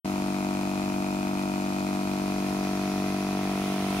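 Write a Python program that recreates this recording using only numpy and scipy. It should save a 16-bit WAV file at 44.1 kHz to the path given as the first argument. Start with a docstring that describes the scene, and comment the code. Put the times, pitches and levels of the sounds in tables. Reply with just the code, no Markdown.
"""Diaphragm pump and misting nozzles

A small electric pump runs steadily on a patio. Each turn of its shaft gives a strong and a weak
stroke, heard as a pulsing hum, and before each stroke a valve shuts with a clack and a spurt.
The microphone drifts from the pump towards a row of nozzles, whose hiss grows and changes colour.
A low outdoor rumble lies underneath."""
import sys
import numpy as np
from scipy import signal
from scipy.fft import rfft, irfft, next_fast_len
from scipy.io import wavfile
from scipy.ndimage import map_coordinates

SR = 44100
rng = np.random.default_rng(int(sys.argv[2]) if len(sys.argv) > 2 else 0)


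def generate_wav(signal):
    """Clip the signal to [-1, 1] and save it as 16-bit WAV at the path in sys.argv[1]."""
    frames = np.transpose(np.atleast_2d(signal))
    scaled = np.clip(frames, -1, 1) * 32767
    pcm = np.round(scaled).astype(np.int16)
    wavfile.write(sys.argv[1], SR, pcm)


N = 176400
SHAFT_HZ, FIRST_STROKE_S = 48.578, .01656

# Spectra give relative levels; balance is left minus right; coherence is between the two sides.
# Microphone path from pump (0) to nozzles (1): time_s, way_fraction, left_lead_ms
MIC_PATH = [(0, 0.17, 0.21), (1.0, 0, 0.26), (1.8, 0.07, 0.25), (2.3, 0.52, 0.22), (2.8, 0.86, 0.14),
            (3.5, 0.93, 0.12), (4, 0.87, 0.062)]
# How far the microphone faces the jet: time_s, facing_fraction
MIC_FACING = [(0, 0), (3.15, 0), (3.65, 0.7), (4, 1)]

# Spectrum of the outdoor rumble: frequency_hz, density_db
RUMBLE_SPECTRUM = [(20, -34), (32, -26), (44, -9), (65, -5), (100, -7), (150, -13.5), (250, -12.5),
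                   (450, -14.5), (900, -15), (1600, -23.5), (4000, -38)]
# Course of the rumble: time_s, level_db
RUMBLE_ENVELOPE = [(0, -48), (.4, -48), (1.0, -48), (1.5, -50), (2.3, -46), (2.8, -45.5), (3.4, -48.5),
                   (4, -41)]

# Hiss beside the pump, beside the nozzles and facing the jet: frequency_hz, density_db
MIST_AT_PUMP = [(900, -13), (1600, -8.5), (2200, -7), (2900, -2.5), (3700, -5), (4900, -3), (5900, -6),
                (7000, -5.5), (8000, -9.5), (9500, -9), (12000, -13), (14000, -13), (15600, -36)]
MIST_AT_NOZZLES = [(900, -37), (1600, 0), (2000, 6), (2600, -4.5), (3300, -3), (4500, 1), (5700, 1.5),
                   (7000, -3.5), (7800, -10), (9500, -5), (12400, -8), (14000, -12), (15600, -31)]
JET_SPECTRUM = [(800, -16), (1500, -5), (2100, 1), (3200, 2), (4600, -7), (5800, -7), (7500, -12),
                (9500, -4), (13000, -16), (15500, -15)]
# Stereo image of these three hisses: frequency_hz, balance_db
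MIST_BALANCE_AT_PUMP = [(1500, -17), (2500, 3.5), (3300, 1), (4500, -2), (6300, -6.5), (7500, 4), (9000, 6),
                        (11000, 1), (15000, -2)]
MIST_BALANCE_AT_NOZZLES = [(1500, 12), (2200, 1), (3200, -12), (5000, -3), (7000, -1), (8000, 1), (9300, 3),
                           (11500, 0), (15000, 0)]
JET_BALANCE = [(2000, -5), (3200, -7.5), (5500, -7), (9000, 1), (12000, -6)]
# Course of the mist and of the head-on jet: time_s, level_db
MIST_ENVELOPE = [(0, -45), (1.2, -46), (2.2, -44.5), (2.9, -43), (3.4, -44), (4, -45)]
JET_ENVELOPE = [(0, -88), (3.2, -54), (3.65, -43.5), (3.9, -43), (4, -40)]
# Left-right likeness of mist, jet and spurts: frequency_hz, coherence
SPRAY_COHERENCE = [(1000, 0.27), (2500, 0.2), (6000, 0.022)]

# The two valves: phase_turns, ring_db, rattle_db, spurt_and_tick_db
VALVE_CLOSINGS = [(-.125, 0, 0, -1), (.36, -6.5, -4, 0)]
# Modes of the pump head, struck by the valves: pitch_hz, bandwidth_hz, gain_db
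HEAD_MODES = [(1950, 220, -12), (2200, 100, -12), (2473, 113, 8), (2564, 240, -4.5), (3070, 75, -16)]
# Spectra of the noises of a closing: frequency_hz, density_db
TICK_SPECTRUM = [(1200, -3), (1700, 2), (2800, 6), (4200, 7.5), (5700, -7), (7500, -6), (10000, -5),
                 (15000, -19)]
RATTLE_SPECTRUM = [(150, -11), (300, -1), (480, -12), (700, 0.5), (950, -0.5), (1300, -4.5), (1650, -14.5),
                   (2100, -3.5), (2600, -6), (3200, -19), (6000, -40)]
SPURT_SPECTRUM = [(1000, -6), (2500, -17), (4000, 0), (6500, 1), (8000, -7.5), (10000, -4.5),
                  (13500, -11.5), (15500, -13)]
# Stereo image of rattle and spurt: frequency_hz, balance_db
RATTLE_BALANCE = [(300, 8), (1200, 5.5), (2200, 4.5)]
SPURT_BALANCE = [(3000, -7), (6000, 0), (9000, 5), (13000, 8)]
# Left-right likeness of the rattle: frequency_hz, coherence
RATTLE_COHERENCE = [(300, .95), (700, 0.73), (1300, 0.12), (2500, 0.13)]
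# Course of the head's ring and rattle: time_s, level_db
RING_ENVELOPE = [(0, -52), (.9, -49), (1.7, -49), (2.3, -50.5), (2.9, -49), (4, -51)]
RATTLE_ENVELOPE = [(0, -43), (2, -44.5), (3, -42.5), (4, -40.5)]

# The two diaphragm strokes: phase_turns, relative_strength
DIAPHRAGM_STROKES = [(0, 1), (.462, .37)]
# Modes rung by the strokes and by the first valve's knock: pitch_hz, bandwidth_hz, signed_gain
HOUSING_MODES = [(223, 77, .6), (420, 227, -1.04), (696, 90, -1.45)]
KNOCK_MODES = [(1040, 300, 0.47)]
# Harmonics of the hum at the two ends of the path: shaft_multiple, level_db
HUM_AT_PUMP = [(1, -24.5), (2, -18), (3, -12), (4, 1), (5, -5), (6, -2.5), (7, -5.5), (8, -28.5), (9, -17),
               (10, -31.5), (11, -24), (12, -22.5), (13, -9), (14, -19), (15, -9), (16, -26), (17, -17),
               (18, -19), (19, -14), (20, -17), (21, -21.5), (22, -26), (23, -21), (24, -27.5), (25, -18.5),
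               (26, -23.5), (27, -16), (28, -22.5), (29, -23.5), (30, -22), (31, -43), (32, -22.5)]
HUM_AT_NOZZLES = [(1, -26.5), (2, -16.5), (3, -10.5), (4, 2), (5, -7), (6, -2.5), (7, -5.5), (8, -12.5),
                  (9, -12), (10, -26), (11, -24.5), (12, -33.5), (13, -9), (14, -13.5), (15, -8), (16, -18),
                  (17, -23), (18, -39), (19, -21), (20, -18), (21, -18.5), (22, -23.5), (23, -19),
                  (24, -30), (25, -20.5), (26, -31), (27, -16.5), (28, -22), (29, -23.5), (30, -27),
                  (31, -31), (32, -27)]
# Change in the harmonics when facing the jet: shaft_multiple, change_db
HUM_FACING_CHANGE = [(5, -1.5), (6, -2), (7, -2), (8, 2), (10, 7), (13, -3), (14, 5), (17, 5)]
# Stereo image of the hum: frequency_hz, balance_db
HUM_BALANCE = [(50, 3), (200, 1.5), (300, 2.5), (450, 2.5), (700, 2), (1000, -4), (1400, 3)]


def amp(db):
    """Amplitude grows tenfold for every 20 dB."""
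    return 10 ** (np.asarray(db) / 20)


def unit_rms(x):
    """Normalisation to unit mean power."""
    return x / np.sqrt(np.mean(x ** 2) + 1e-20)


def along(points, hz):
    """Interpolation on a logarithmic frequency axis."""
    knots_hz, values = np.transpose(points)
    return np.interp(np.log(hz + 1), np.log(knots_hz + 1), values)


def curve(rows, column=1):
    """Linear interpolation in time, one value per sample."""
    rows = np.array(rows)
    return np.interp(np.arange(N) / SR, rows[:, 0], rows[:, column])


def wobble(knots_per_s):
    """Smooth fluctuation: a spline through random knots."""
    knots = rng.standard_normal(int(N * knots_per_s / SR) + 4)
    return map_coordinates(knots, [np.arange(N) * knots_per_s / SR])


def pan(balance_db):
    """Level difference, shared between left and right gains."""
    return amp(np.array([[.5], [-.5]]) * balance_db)


def right_lag(hz, lag_s):
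    """Arrival-time difference: a linear phase delays the right side."""
    return np.array([np.ones_like(hz), np.exp(-2j * np.pi * hz * lag_s)])


def filtered(x, response):
    """Linear filtering: the spectrum is multiplied by a frequency response."""
    size = next_fast_len(N + SR // 2)
    return irfft(rfft(x, size) * response(np.fft.rfftfreq(size, 1 / SR)), size)[..., :N]


def resonances(modes, hz):
    """Modal superposition: the responses of damped oscillators add."""
    return sum(gain * 1j * hz * width / (pitch ** 2 - hz ** 2 + 1j * hz * width)
               for pitch, width, gain in modes)


def decaying(hits, decay_s):
    """Exponential decay after each impulse, as an envelope of unit rms."""
    return unit_rms(signal.lfilter([1], [1, -np.exp(-1 / (decay_s * SR))], hits))


def noise(spectrum, coherence, balance):
    """Partly coherent stereo noise: the ratio of mid to side sets the likeness of left and right."""
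    def mid_side_gains(hz):
        angle = np.arccos(np.clip(along(coherence, hz), -1, 1)) / 2
        return np.array([np.cos(angle), np.sin(angle)])
    mid, side = filtered(rng.standard_normal((2, N)), mid_side_gains)
    colour = lambda hz: amp(along(spectrum, hz)) * pan(along(balance, hz))
    return unit_rms(filtered(np.array([mid + side, mid - side]), colour))


def outdoor_rumble(swell_db=1.8):
    """Ambient noise swells gently; its coherence falls as frequency rises."""
    rumble = noise(RUMBLE_SPECTRUM, coherence=[(100, .94), (400, .59), (1500, .1)], balance=[(100, 1)])
    return amp(curve(RUMBLE_ENVELOPE) + swell_db * wobble(5.6)) * rumble


def nozzle_mist(way):
    """Spray radiates broadband noise; independent hisses add in power, the head-on jet joining last."""
    at_pump = noise(MIST_AT_PUMP, SPRAY_COHERENCE, MIST_BALANCE_AT_PUMP)
    at_nozzles = noise(MIST_AT_NOZZLES, SPRAY_COHERENCE, MIST_BALANCE_AT_NOZZLES)
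    jet = noise(JET_SPECTRUM, SPRAY_COHERENCE, JET_BALANCE)
    hiss = np.sqrt(1 - way) * at_pump + np.sqrt(way) * at_nozzles
    return amp(curve(MIST_ENVELOPE)) * hiss + amp(curve(JET_ENVELOPE)) * jet


def valve_impacts(turns, phase, jitter_s=12e-6, scatter_db=1.62):
    """A nearly periodic impulse train: the valve shuts once a turn, varying in time and force."""
    due = np.interp(np.arange(1, int(turns[-1] - phase) + 1) + phase, turns, np.arange(N))
    jitter = jitter_s * SR * rng.standard_normal(len(due))
    at = np.clip(np.round(due + jitter).astype(int), 0, N - 1)
    hits = np.zeros(N)
    hits[at] = amp(scatter_db * rng.standard_normal(len(at)))
    return hits


def seat_ticks(hits, way, decay_s=.0073, size=1024):
    """Convolution repeats one dry tick of valve on seat; its fine colour shifts along the path."""
    bursts = rng.standard_normal((2, 2, size)) * np.exp(-np.arange(size) / (decay_s * SR))
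    at_pump, at_nozzles = (unit_rms(signal.fftconvolve(hits[None], burst, axes=1)[:, :N])
                           for burst in bursts)
    return np.sqrt(1 - way) * at_pump + np.sqrt(way) * at_nozzles


def head_ring(blows, balance_db=8):
    """Free vibration: each blow rings the modes of the pump head, which alternate in sign."""
    modes = [(pitch, width, (-1) ** k * amp(db)) for k, (pitch, width, db) in enumerate(HEAD_MODES)]
    ring = filtered(blows, lambda hz: resonances(modes, hz) * right_lag(hz, lag_s=.00034))
    return amp(curve(RING_ENVELOPE)) * pan(balance_db) * unit_rms(ring)


def head_rattle(shakes, decay_s=.012):
    """Damped irregular vibration: each closing shakes a burst of noise from the pump head."""
    rattle = noise(RATTLE_SPECTRUM, RATTLE_COHERENCE, RATTLE_BALANCE)
    rattle = filtered(rattle, lambda hz: right_lag(hz, lag_s=.00013))
    return amp(curve(RATTLE_ENVELOPE)) * decaying(shakes, decay_s) * rattle


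def valves(turns, way, tick_db=-51.5, spurt_db=-53):
    """Impact excitation: each closing ticks, rings and rattles the head, and lets out a short spurt."""
    blows, shakes, releases, ticks = np.zeros(N), np.zeros(N), np.zeros(N), np.zeros((2, N))
    for phase, ring_db, rattle_db, spurt_and_tick_db in VALVE_CLOSINGS:
        hits = valve_impacts(turns, phase)
        blows += amp(ring_db) * hits
        shakes += amp(rattle_db) * hits
        releases += amp(spurt_and_tick_db) * hits
        ticks += amp(spurt_and_tick_db) * seat_ticks(hits, way)
    head = head_ring(blows) + head_rattle(shakes)
    tick = unit_rms(filtered(ticks, lambda hz: amp(along(TICK_SPECTRUM, hz))))
    spurt = decaying(releases, decay_s=.0027) * noise(SPURT_SPECTRUM, SPRAY_COHERENCE, SPURT_BALANCE)
    return head + amp(tick_db) * tick + amp(spurt_db) * spurt


def pressure_cycle(harmonics, size=2048):
    """Fourier series of one turn: strokes and knock set the phases, the harmonic levels the colour."""
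    multiples, level_db = np.transpose(harmonics)
    hz = multiples * SHAFT_HZ
    delay = lambda phase: np.exp(-2j * np.pi * multiples * phase)
    strokes = sum(strength * delay(phase) for phase, strength in DIAPHRAGM_STROKES)
    knock = resonances(KNOCK_MODES, hz) * delay(VALVE_CLOSINGS[0][0])
    response = resonances(HOUSING_MODES, hz) * strokes + knock
    lines = -amp(level_db) * response / np.abs(response) * pan(along(HUM_BALANCE, hz))
    return unit_rms(irfft(np.pad(lines, ((0, 0), (1, 0))), size))  # the padding is the zero at 0 Hz


def diaphragm_hum(turns, way, pump_db=-28.5, nozzles_db=-28, flutter_db=.25):
    """Periodic forcing gives harmonics of the shaft rate, whose levels depend on where one listens."""
    left_lead_s = curve(MIC_PATH, column=2) / 1000
    stereo_turns = turns + np.array([[.5], [-.5]]) * left_lead_s * SHAFT_HZ

    def tone(harmonics):
        return np.array([np.interp(phase, np.arange(len(cycle)) / len(cycle), cycle, period=1)
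                         for phase, cycle in zip(stereo_turns, pressure_cycle(harmonics))])
    facing = np.clip(curve(MIC_FACING), 0, 1)
    head_on = [(k, db + dict(HUM_FACING_CHANGE).get(round(k), 0)) for k, db in HUM_AT_NOZZLES]
    turning = (1 - facing) * tone(HUM_AT_NOZZLES) + facing * pan(balance_db=-1) * tone(head_on)
    at_pump = amp(pump_db) * tone(HUM_AT_PUMP)
    at_nozzles = amp(nozzles_db) * pan(balance_db=-.5) * turning
    return ((1 - way) * at_pump + way * at_nozzles) * amp(flutter_db * wobble(SHAFT_HZ))


def scene(wander_turns=.0015):
    """Superposition: hum and valves, locked to one slightly unsteady shaft, add to mist and rumble."""
    turns = (np.arange(N) / SR - FIRST_STROKE_S) * SHAFT_HZ + wander_turns * wobble(knots_per_s=5)
    way = np.clip(curve(MIC_PATH), 0, 1)
    return diaphragm_hum(turns, way) + valves(turns, way) + nozzle_mist(way) + outdoor_rumble()


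def record(dry, start_s=.046, fade_s=.002, cutoff_hz=15750):
    """Gating and band limiting: a moment of silence, then the sound below the cutoff."""
    gate = np.clip((np.arange(N) / SR - start_s) / fade_s, 0, 1)
    return filtered(dry * gate, lambda hz: hz < cutoff_hz)


dry = scene()
out = record(dry)
generate_wav(out)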